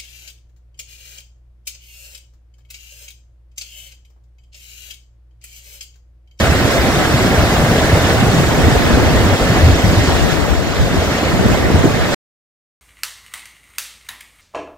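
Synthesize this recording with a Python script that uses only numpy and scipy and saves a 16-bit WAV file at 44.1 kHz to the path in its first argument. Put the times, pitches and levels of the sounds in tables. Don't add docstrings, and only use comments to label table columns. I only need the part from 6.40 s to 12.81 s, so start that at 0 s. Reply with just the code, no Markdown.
import sys
import numpy as np
from scipy import signal
from scipy.fft import rfft, irfft, next_fast_len
from scipy.io import wavfile
from scipy.ndimage import uniform_filter1d, minimum_filter1d

SR = 44100
rng = np.random.default_rng(int(sys.argv[2]) if len(sys.argv) > 2 else 0)


def dump(signal):
    limited = np.clip(np.atleast_2d(signal).T, -1, 1)
    pcm = np.round(limited * 32767).astype(np.int16)
    wavfile.write(sys.argv[1], SR, pcm)


def to_linear_factor(level_db):
    exponent = np.asarray(level_db, float) / 20
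    return 10 ** exponent


N = 282681

# time in seconds, water level in dB, treble shading in dB.
WATER_LEVEL = [(0.0, -17.5, 1.5), (1.41, -17, 1), (2.73, -17.5, 0.5), (3.37, -18.5, 1.5), (3.74, -19, 3),
               (3.92, -19.5, 3), (3.98, -20.5, 0.5), (4.12, -20, 0.5), (4.2, -24, 3), (4.75, -19, 1),
               (5.04, -20, 0), (5.12, -18.5, 1.5), (5.23, -19.5, -1), (5.5, -20, 1), (5.68, -19.5, 0),
               (5.74, -17, 0.5)]
# frequency in Hz, level in dB.
WATER_COLOUR = [(90, -18), (170, -5.5), (420, -10), (700, -9.5), (860, -16), (1900, -15), (2150, -17),
                (2400, -21.5), (3500, -24), (5200, -29), (5900, -30), (7500, -31.5), (8700, -35),
                (15700, -38.5)]
# time in seconds, strength in dB, left minus right in dB, likeness of ports (0-1).
GUSTS = [(0.0, -18, -2.5, .85), (0.3, -14.5, -1.5, .7), (0.9, -18, 1, .75), (1.3, -15, 1.5, .97),
         (1.8, -14.5, -1, .75), (2.2, -17, 0.5, .6), (2.5, -12.5, 0, .4), (2.85, -13, 0, .7),
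         (3.1, -15.5, 2.5, .7), (3.45, -10.5, 0, .65), (3.66, -14, 0, .45), (3.95, -24, 18.5, .1),
         (4.3, -18.5, 5, .2), (4.55, -16.5, 4, .35), (4.75, -19, 0, .8), (5.05, -13.5, 1.5, .3),
         (5.3, -8.5, 0, .15), (5.74, -25, -4, .3)]
# start in seconds, peak in dB, pitch in Hz, left minus right in dB.
THUMP_EVENTS = [(0.025, -10, 103, 0.5), (0.079, -7, 70.4, -2), (0.375, -10, 61, 2.5), (0.735, -5, 121, 1.5),
                (0.972, -5, 72, 1), (1.523, -3, 94, -2), (1.638, -11, 87, -1.5), (1.766, -7.5, 108, -4.5),
                (1.98, -4.5, 134, 5.5), (2.105, -14, 155, 1), (2.228, -5, 75, 1), (2.523, -5, 63, 1),
                (2.751, -7, 99, 5.5), (3.003, -11.5, 51.1, 0.5), (3.094, -9.5, 95, -5), (4.665, -13, 80, 0),
                (3.225, 1.5, 75, 0.5), (3.432, -6.5, 94.8, 6.5), (3.565, -5, 95, 0), (3.711, -11.5, 69, 1),
                (3.804, -7.5, 62.4, 3), (4.009, -10.5, 71, 10), (4.094, -10, 59.6, 10),
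                (4.159, -10.5, 62.5, 8), (4.386, -6, 70.0, -5), (4.928, -7.5, 146, -1),
                (5.044, -5.5, 98.3, -4), (5.6, -11, 70, 2.5), (5.335, -2.5, 76.7, 0.5),
                (5.437, -7.5, 138, -5)]
# start in seconds, peak in dB, pitch in Hz, left minus right in dB.
PUFF_EVENTS = [(0.146, -9, 94, 2), (1.047, -9, 102, -3), (1.116, -8, 143, 0.5), (1.233, -7.5, 129, 1),
               (1.37, -13.5, 67, 2.5), (1.831, -7, 127, 0.5), (1.883, -8, 105, 2), (1.93, -7, 161, -2.5),
               (2.262, -7, 89, 0.5), (2.318, -5.5, 121, -0.5), (2.658, -10.5, 75, 1.5),
               (2.795, -10.5, 105, -4), (2.828, -9, 73, 0.5), (2.881, -10, 94, -2.5), (2.917, -8.5, 89, 10),
               (3.164, -10.5, 65, 2), (3.259, -4, 110, -1), (3.282, -5, 86, -2.5), (3.314, -5.5, 70, 2.5),
               (3.478, -8, 81, -3.5), (4.421, -7, 129, 1), (4.571, -7.5, 78, 2), (4.985, -11, 81, 6),
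               (5.068, -19, 89, 11), (5.117, -12.5, 67, -2), (5.243, -11, 70, 2.5), (5.38, -15, 70, -11.5),
               (5.468, -8.5, 148, -2)]
# start in seconds, peak in dB, pitch in Hz, left minus right in dB.
FLAP_EVENTS = [(0.844, -5, 242, -2), (1.421, -9, 284, 4), (1.533, -15.5, 182, -1.0),
               (1.82, -3.5, 209, -1.5), (2.001, -11, 210, -12), (2.278, -2.5, 266, -5),
               (2.35, -9.5, 400, -7), (2.397, -13, 202, -6), (2.502, -6, 211, 4), (2.536, -6, 238, -1),
               (2.57, -6, 283, -4), (2.65, -11, 191, -1.5), (2.741, -9, 202, -5), (2.812, -12, 225, 0.5),
               (3.1, -22, 257, 0.5), (3.439, -6, 181, 0.0), (4.569, -11.5, 205, 2.5),
               (4.826, -9.5, 273, -1), (4.993, -8.5, 187, 4), (5.024, -10.5, 380, -3),
               (5.051, -5, 199.5, -3.5), (5.109, -11, 278, 13.5), (5.336, -5.5, 190, 3.5),
               (5.437, -1.5, 285, -2.5), (5.453, 0.5, 322, 4), (5.557, -12.5, 200, -4)]

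WHIP_ALIKE = 1.19


def evened(x):
    return x / np.sqrt(np.mean(x ** 2) + 1e-20)


def read(points, hz):
    f, value = np.transpose(points)
    return np.interp(np.log(hz + 1), np.log(f + 1), value)


def columns(rows, t):
    s, *rest = np.transpose(rows)
    return [np.interp(t, s, c) for c in rest]


def patches(frames, bins, long, wide):
    field = rng.standard_normal((frames, bins))
    over_time = np.hanning(41) ** (400 / long ** 2)
    over_pitch = np.hanning(81) ** (1600 / wide ** 2)
    return evened(signal.fftconvolve(field, np.outer(over_time, over_pitch), "same")).T


def pair(gain, same, lead, left_db, size):
    a, b, c, d = rng.standard_normal(gain.shape[::-1] + (4,)).T
    shared, own = a + 1j * b, c + 1j * d
    same = np.clip(same, 0, 1)
    left = shared * np.exp(1j * lead) * to_linear_factor(left_db)
    right = same * shared + np.sqrt(1 - same ** 2) * own
    z = np.array([left, right])
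    return signal.istft(z * gain, nperseg=size, noverlap=size * 3 // 4)[1][:, :N]


def panned(x, pan_db):
    return x * to_linear_factor(np.array([pan_db / 2, -pan_db / 2]))


def lull(t):
    # time in seconds, change in dB (below 0 a lull, above 0 a swell), half length in seconds.
    lulls = [(0.32, -9, 0.039), (0.687, -1.5, .06), (0.88, 1.5, 0.093), (1.593, -0.5, 0.078),
             (2.2, 2.5, .05), (2.493, -3, .04), (2.975, -38, 0.024), (3.435, -14, 0.069),
             (3.644, -5.5, 0.034), (4.174, -9.5, 0.05), (4.48, -5, 0.045), (4.734, -4, .05),
             (5.204, -8, 0.088), (5.288, -6, 0.027), (5.417, -3, 0.029)]
    return sum(db * np.exp(-((t - s) / half) ** 2 * 2) for s, db, half in lulls)


def rush():
    # frequency in Hz, likeness (0-1).
    likeness = [(100, 0.8), (300, .95), (430, 0.71), (660, 1), (860, 0.69), (1200, 0.75), (2050, 0.67),
                (2600, 0.7), (3050, 0.3), (3400, 0.2), (4200, 0.4), (7000, .15), (9000, 0.05)]
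    # frequency in Hz, lead in radians.
    left_lead = [(420, 0), (650, -.3), (780, -.2), (900, .4), (1250, .05), (1700, .4), (1900, 1.6),
                 (2400, 1.9), (2600, 1.6), (3100, 3.1), (4600, 5.2), (6300, 9.4), (9700, 15.7), (15400, 27)]
    # frequency in Hz, left minus right in dB.
    housing = [(250, 0), (600, 0), (800, -0.5), (1200, 0), (1900, -1.5), (2400, -0.5), (3400, 0.5),
               (4200, 1)]
    frames, hz = N // 128 + 5, np.fft.rfftfreq(512, 1 / SR)
    t = np.arange(frames) * 128 / SR
    roar_db, shade_db = columns(WATER_LEVEL, t)
    high = np.clip(np.log2(hz / 1800 + 1e-9) / 1.0, 0, 1)[:, None]
    top = np.clip(np.log2(hz / 7200 + 1e-9) / 0.38, 0, 1)[:, None]
    spray_db = -2.5 + 0.6 * shade_db - 0.5 * t
    treble_db = (1 - top) * shade_db + top * spray_db
    level_db = roar_db + (1 - high) * 0.12 * lull(t) + high * treble_db
    field_db = 1.52 * patches(frames, len(hz), 4.6, 3.3) + 0.5 * patches(frames, len(hz), 30, 45)
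    colour_db = read(WATER_COLOUR, hz)
    gain = to_linear_factor(colour_db[:, None] + level_db + field_db)
    scale = np.sqrt(np.sum(to_linear_factor(colour_db)[(hz > 400) & (hz < 2200)] ** 2))
    bass = np.clip(np.log2(1000 / (hz + 1)) / 1.7, 0, 1)[:, None]
    exposed = bass * (1 - np.clip(WHIP_ALIKE * columns(GUSTS, t)[2], 0, 1))
    same = read(likeness, hz)[:, None] * (1 - exposed)
    x = pair(gain / scale, same, read(left_lead, hz)[:, None], read(housing, hz)[:, None], size=512)
    return panned(to_linear_factor(1.0) * x, -0.93 + np.zeros(N))


def bubbles(per_s=2500, low_hz=500, high_hz=6000, lag=12):
    out, fft_size = 0, next_fast_len(N + 1200)
    roar_db = columns(WATER_LEVEL, np.arange(N) / SR)[0]
    for hz in np.geomspace(low_hz, high_hz, num=16):
        turns = np.arange(1200) / SR * hz
        ring = np.sin(2 * np.pi * turns * (1 + 0.012 * turns)) * turns * np.exp(-turns / 2.12)
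        ring = ring * to_linear_factor(read(WATER_COLOUR, hz)) * np.sqrt(hz)
        hit, size, side = rng.random((N, 3)).T
        at = np.flatnonzero(hit < per_s / 16 / SR)
        loudness = to_linear_factor(-3.5 * np.log(np.maximum(size[at], 0.02)))
        train = np.zeros((2, N))
        train[:, at] = loudness * np.array([side[at], 1 - side[at]]) ** 0.5
        out = out + rfft(train, fft_size) * rfft(ring, fft_size)
    out = irfft(out, fft_size)[:, :N]
    out[1] = np.roll(out[1], round(lag))
    return to_linear_factor(roar_db - 10.5) * evened(out)


def hush(t):
    depth_db, length_s = -4, 0.0144
    dips = [depth_db * np.exp(-((t - s - 1.45 / hz) / length_s) ** 2)
            for s, _, hz, _ in THUMP_EVENTS + PUFF_EVENTS]
    return np.min(dips, axis=0)


def wake(events, base_db, below_db, rise_s, fall_s, t):
    power = to_linear_factor(2 * base_db)
    for s, db, hz, _ in events:
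        late = t - s - 1.4 / hz
        power = power + to_linear_factor(2 * (db + below_db)) * np.exp(-(late / np.where(late < 0, rise_s, fall_s)) ** 2)
    return 10 * np.log10(power)


def wind():
    # frequency in Hz, level in dB per Hz.
    buffet_colour = [(12, -47), (20, -31.5), (70, 1.5), (86, -3), (180, -6.5), (230, -38.5), (400, -120)]
    # frequency in Hz, level in dB per Hz.
    whip_colour = [(60, -34.5), (150, -12), (250, 7), (450, 2), (900, -8.5), (2000, -36.5)]
    t, hz = np.arange(N) / SR, np.fft.rfftfreq(2048, 1 / SR)
    steps = np.arange(N // 128 + 2) * 128 / SR
    strength_db, pan_db, _ = columns(GUSTS, steps)
    gust_db = wake(THUMP_EVENTS, strength_db + lull(steps), -9.5, rise_s=0.015, fall_s=0.053, t=steps)
    gust_db = gust_db + hush(steps)
    whip_db = -19.5 + 0.74 * (strength_db + 17.5) + 0.34 * lull(steps)
    whip_db = wake(FLAP_EVENTS, whip_db, -15, rise_s=0.015, fall_s=0.036, t=steps)
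    gust_db, whip_db, pan_db = (np.interp(t, steps, v) for v in (gust_db, whip_db, pan_db))
    same = columns(GUSTS, np.arange(N // 512 + 5) * 512 / SR)[2]
    low_gain = to_linear_factor(read(buffet_colour, hz))[:, None] + 0 * same
    low = evened(pair(low_gain, same, -0.29, 0, size=2048))
    whip_gain = to_linear_factor(read(whip_colour, hz))[:, None] + 0 * same
    whip = evened(pair(whip_gain, WHIP_ALIKE * same, -0.04, 0, size=2048))
    low = low / np.sqrt(uniform_filter1d(low ** 2, 5000) + 0.05)
    whip = whip / np.sqrt(uniform_filter1d(whip ** 2, 3000) + 0.1)
    two_rows = patches(len(steps), 200, 1.3, 34)[[100, 106]]
    lumps = np.array([np.interp(t, steps, row) for row in two_rows])
    lumps = np.tanh(lumps / 0.9) * 1.55
    buffet = to_linear_factor(gust_db - 2.5) * low * evened(to_linear_factor(3.2 * lumps))
    lash = to_linear_factor(whip_db - 4.0) * whip * evened(to_linear_factor(3.3 * lumps))
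    return panned(buffet + lash, pan_db)


def thumps():
    out, t = np.zeros((2, N + SR)), np.arange(SR // 6) / SR
    slow = THUMP_EVENTS + PUFF_EVENTS
    kinds = [(8.7, -0.6)] * len(slow) + [(8.9, -1.5)] * len(FLAP_EVENTS)
    luck = rng.random((len(kinds), 2))
    for (s, db, hz, pan_db), (turns, kind_db), (phase, skew) in zip(slow + FLAP_EVENTS, kinds, luck):
        rise = 1 - np.exp(-(t * hz / 1.2) ** 2)
        unlike = 1 - np.clip(columns(GUSTS, s)[2], 0, 1)
        apart = 0.44 * np.clip(-db / 8.0, 0.25, 1) * unlike * (skew + 0.5) * np.array([[-0.5], [0.5]])
        swing = np.sin(2 * np.pi * (hz * t * (1 + 1.06 * t) + phase + apart))
        swing = swing * rise * to_linear_factor(-60 * t * hz / turns)
        at = round(s * SR)
        out[:, at:at + len(t)] += panned(swing * to_linear_factor(db + kind_db) / abs(swing).max(), pan_db + 0 * t)
    return out[:, :N]


def thinned(x):
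    hz, t, z = signal.stft(x, SR, nperseg=1024, noverlap=768)
    treble = np.clip(np.log2(hz / 1500 + 1e-9) / 2.7, 0, 1)[:, None]
    luck = patches(len(t), len(hz), 9, 4)
    nearby = uniform_filter1d(uniform_filter1d(abs(z), size=15, axis=1), size=5, axis=2)
    kept = (abs(z) / (nearby + 1e-9)) ** (0.35 * treble)
    silent_db = -22 * treble ** 4 * np.clip(-luck - 1.2, 0, 1)
    z = z * kept * to_linear_factor(silent_db) * (hz < 15730)[:, None]
    return signal.istft(z, SR, nperseg=1024, noverlap=768)[1][:, :N]


def scene():
    return rush() + bubbles() + wind() + thumps()


def low_pass(x):
    return signal.sosfilt(signal.butter(12, 15860, fs=SR, output="sos"), x)


def record(dry):
    thin = thinned(dry)
    room = np.minimum(1, 1.05 / (abs(thin) + 1e-9))
    held = thin * uniform_filter1d(minimum_filter1d(room, size=81), size=81)
    after = np.arange(N) / SR - 5.7455
    smear = to_linear_factor(-45 - 7700 * np.maximum(after, 0)) * (after < 0.024)
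    return low_pass(held * np.where(after < 0, 1, smear))


dry = scene()
out = record(dry)
dump(out)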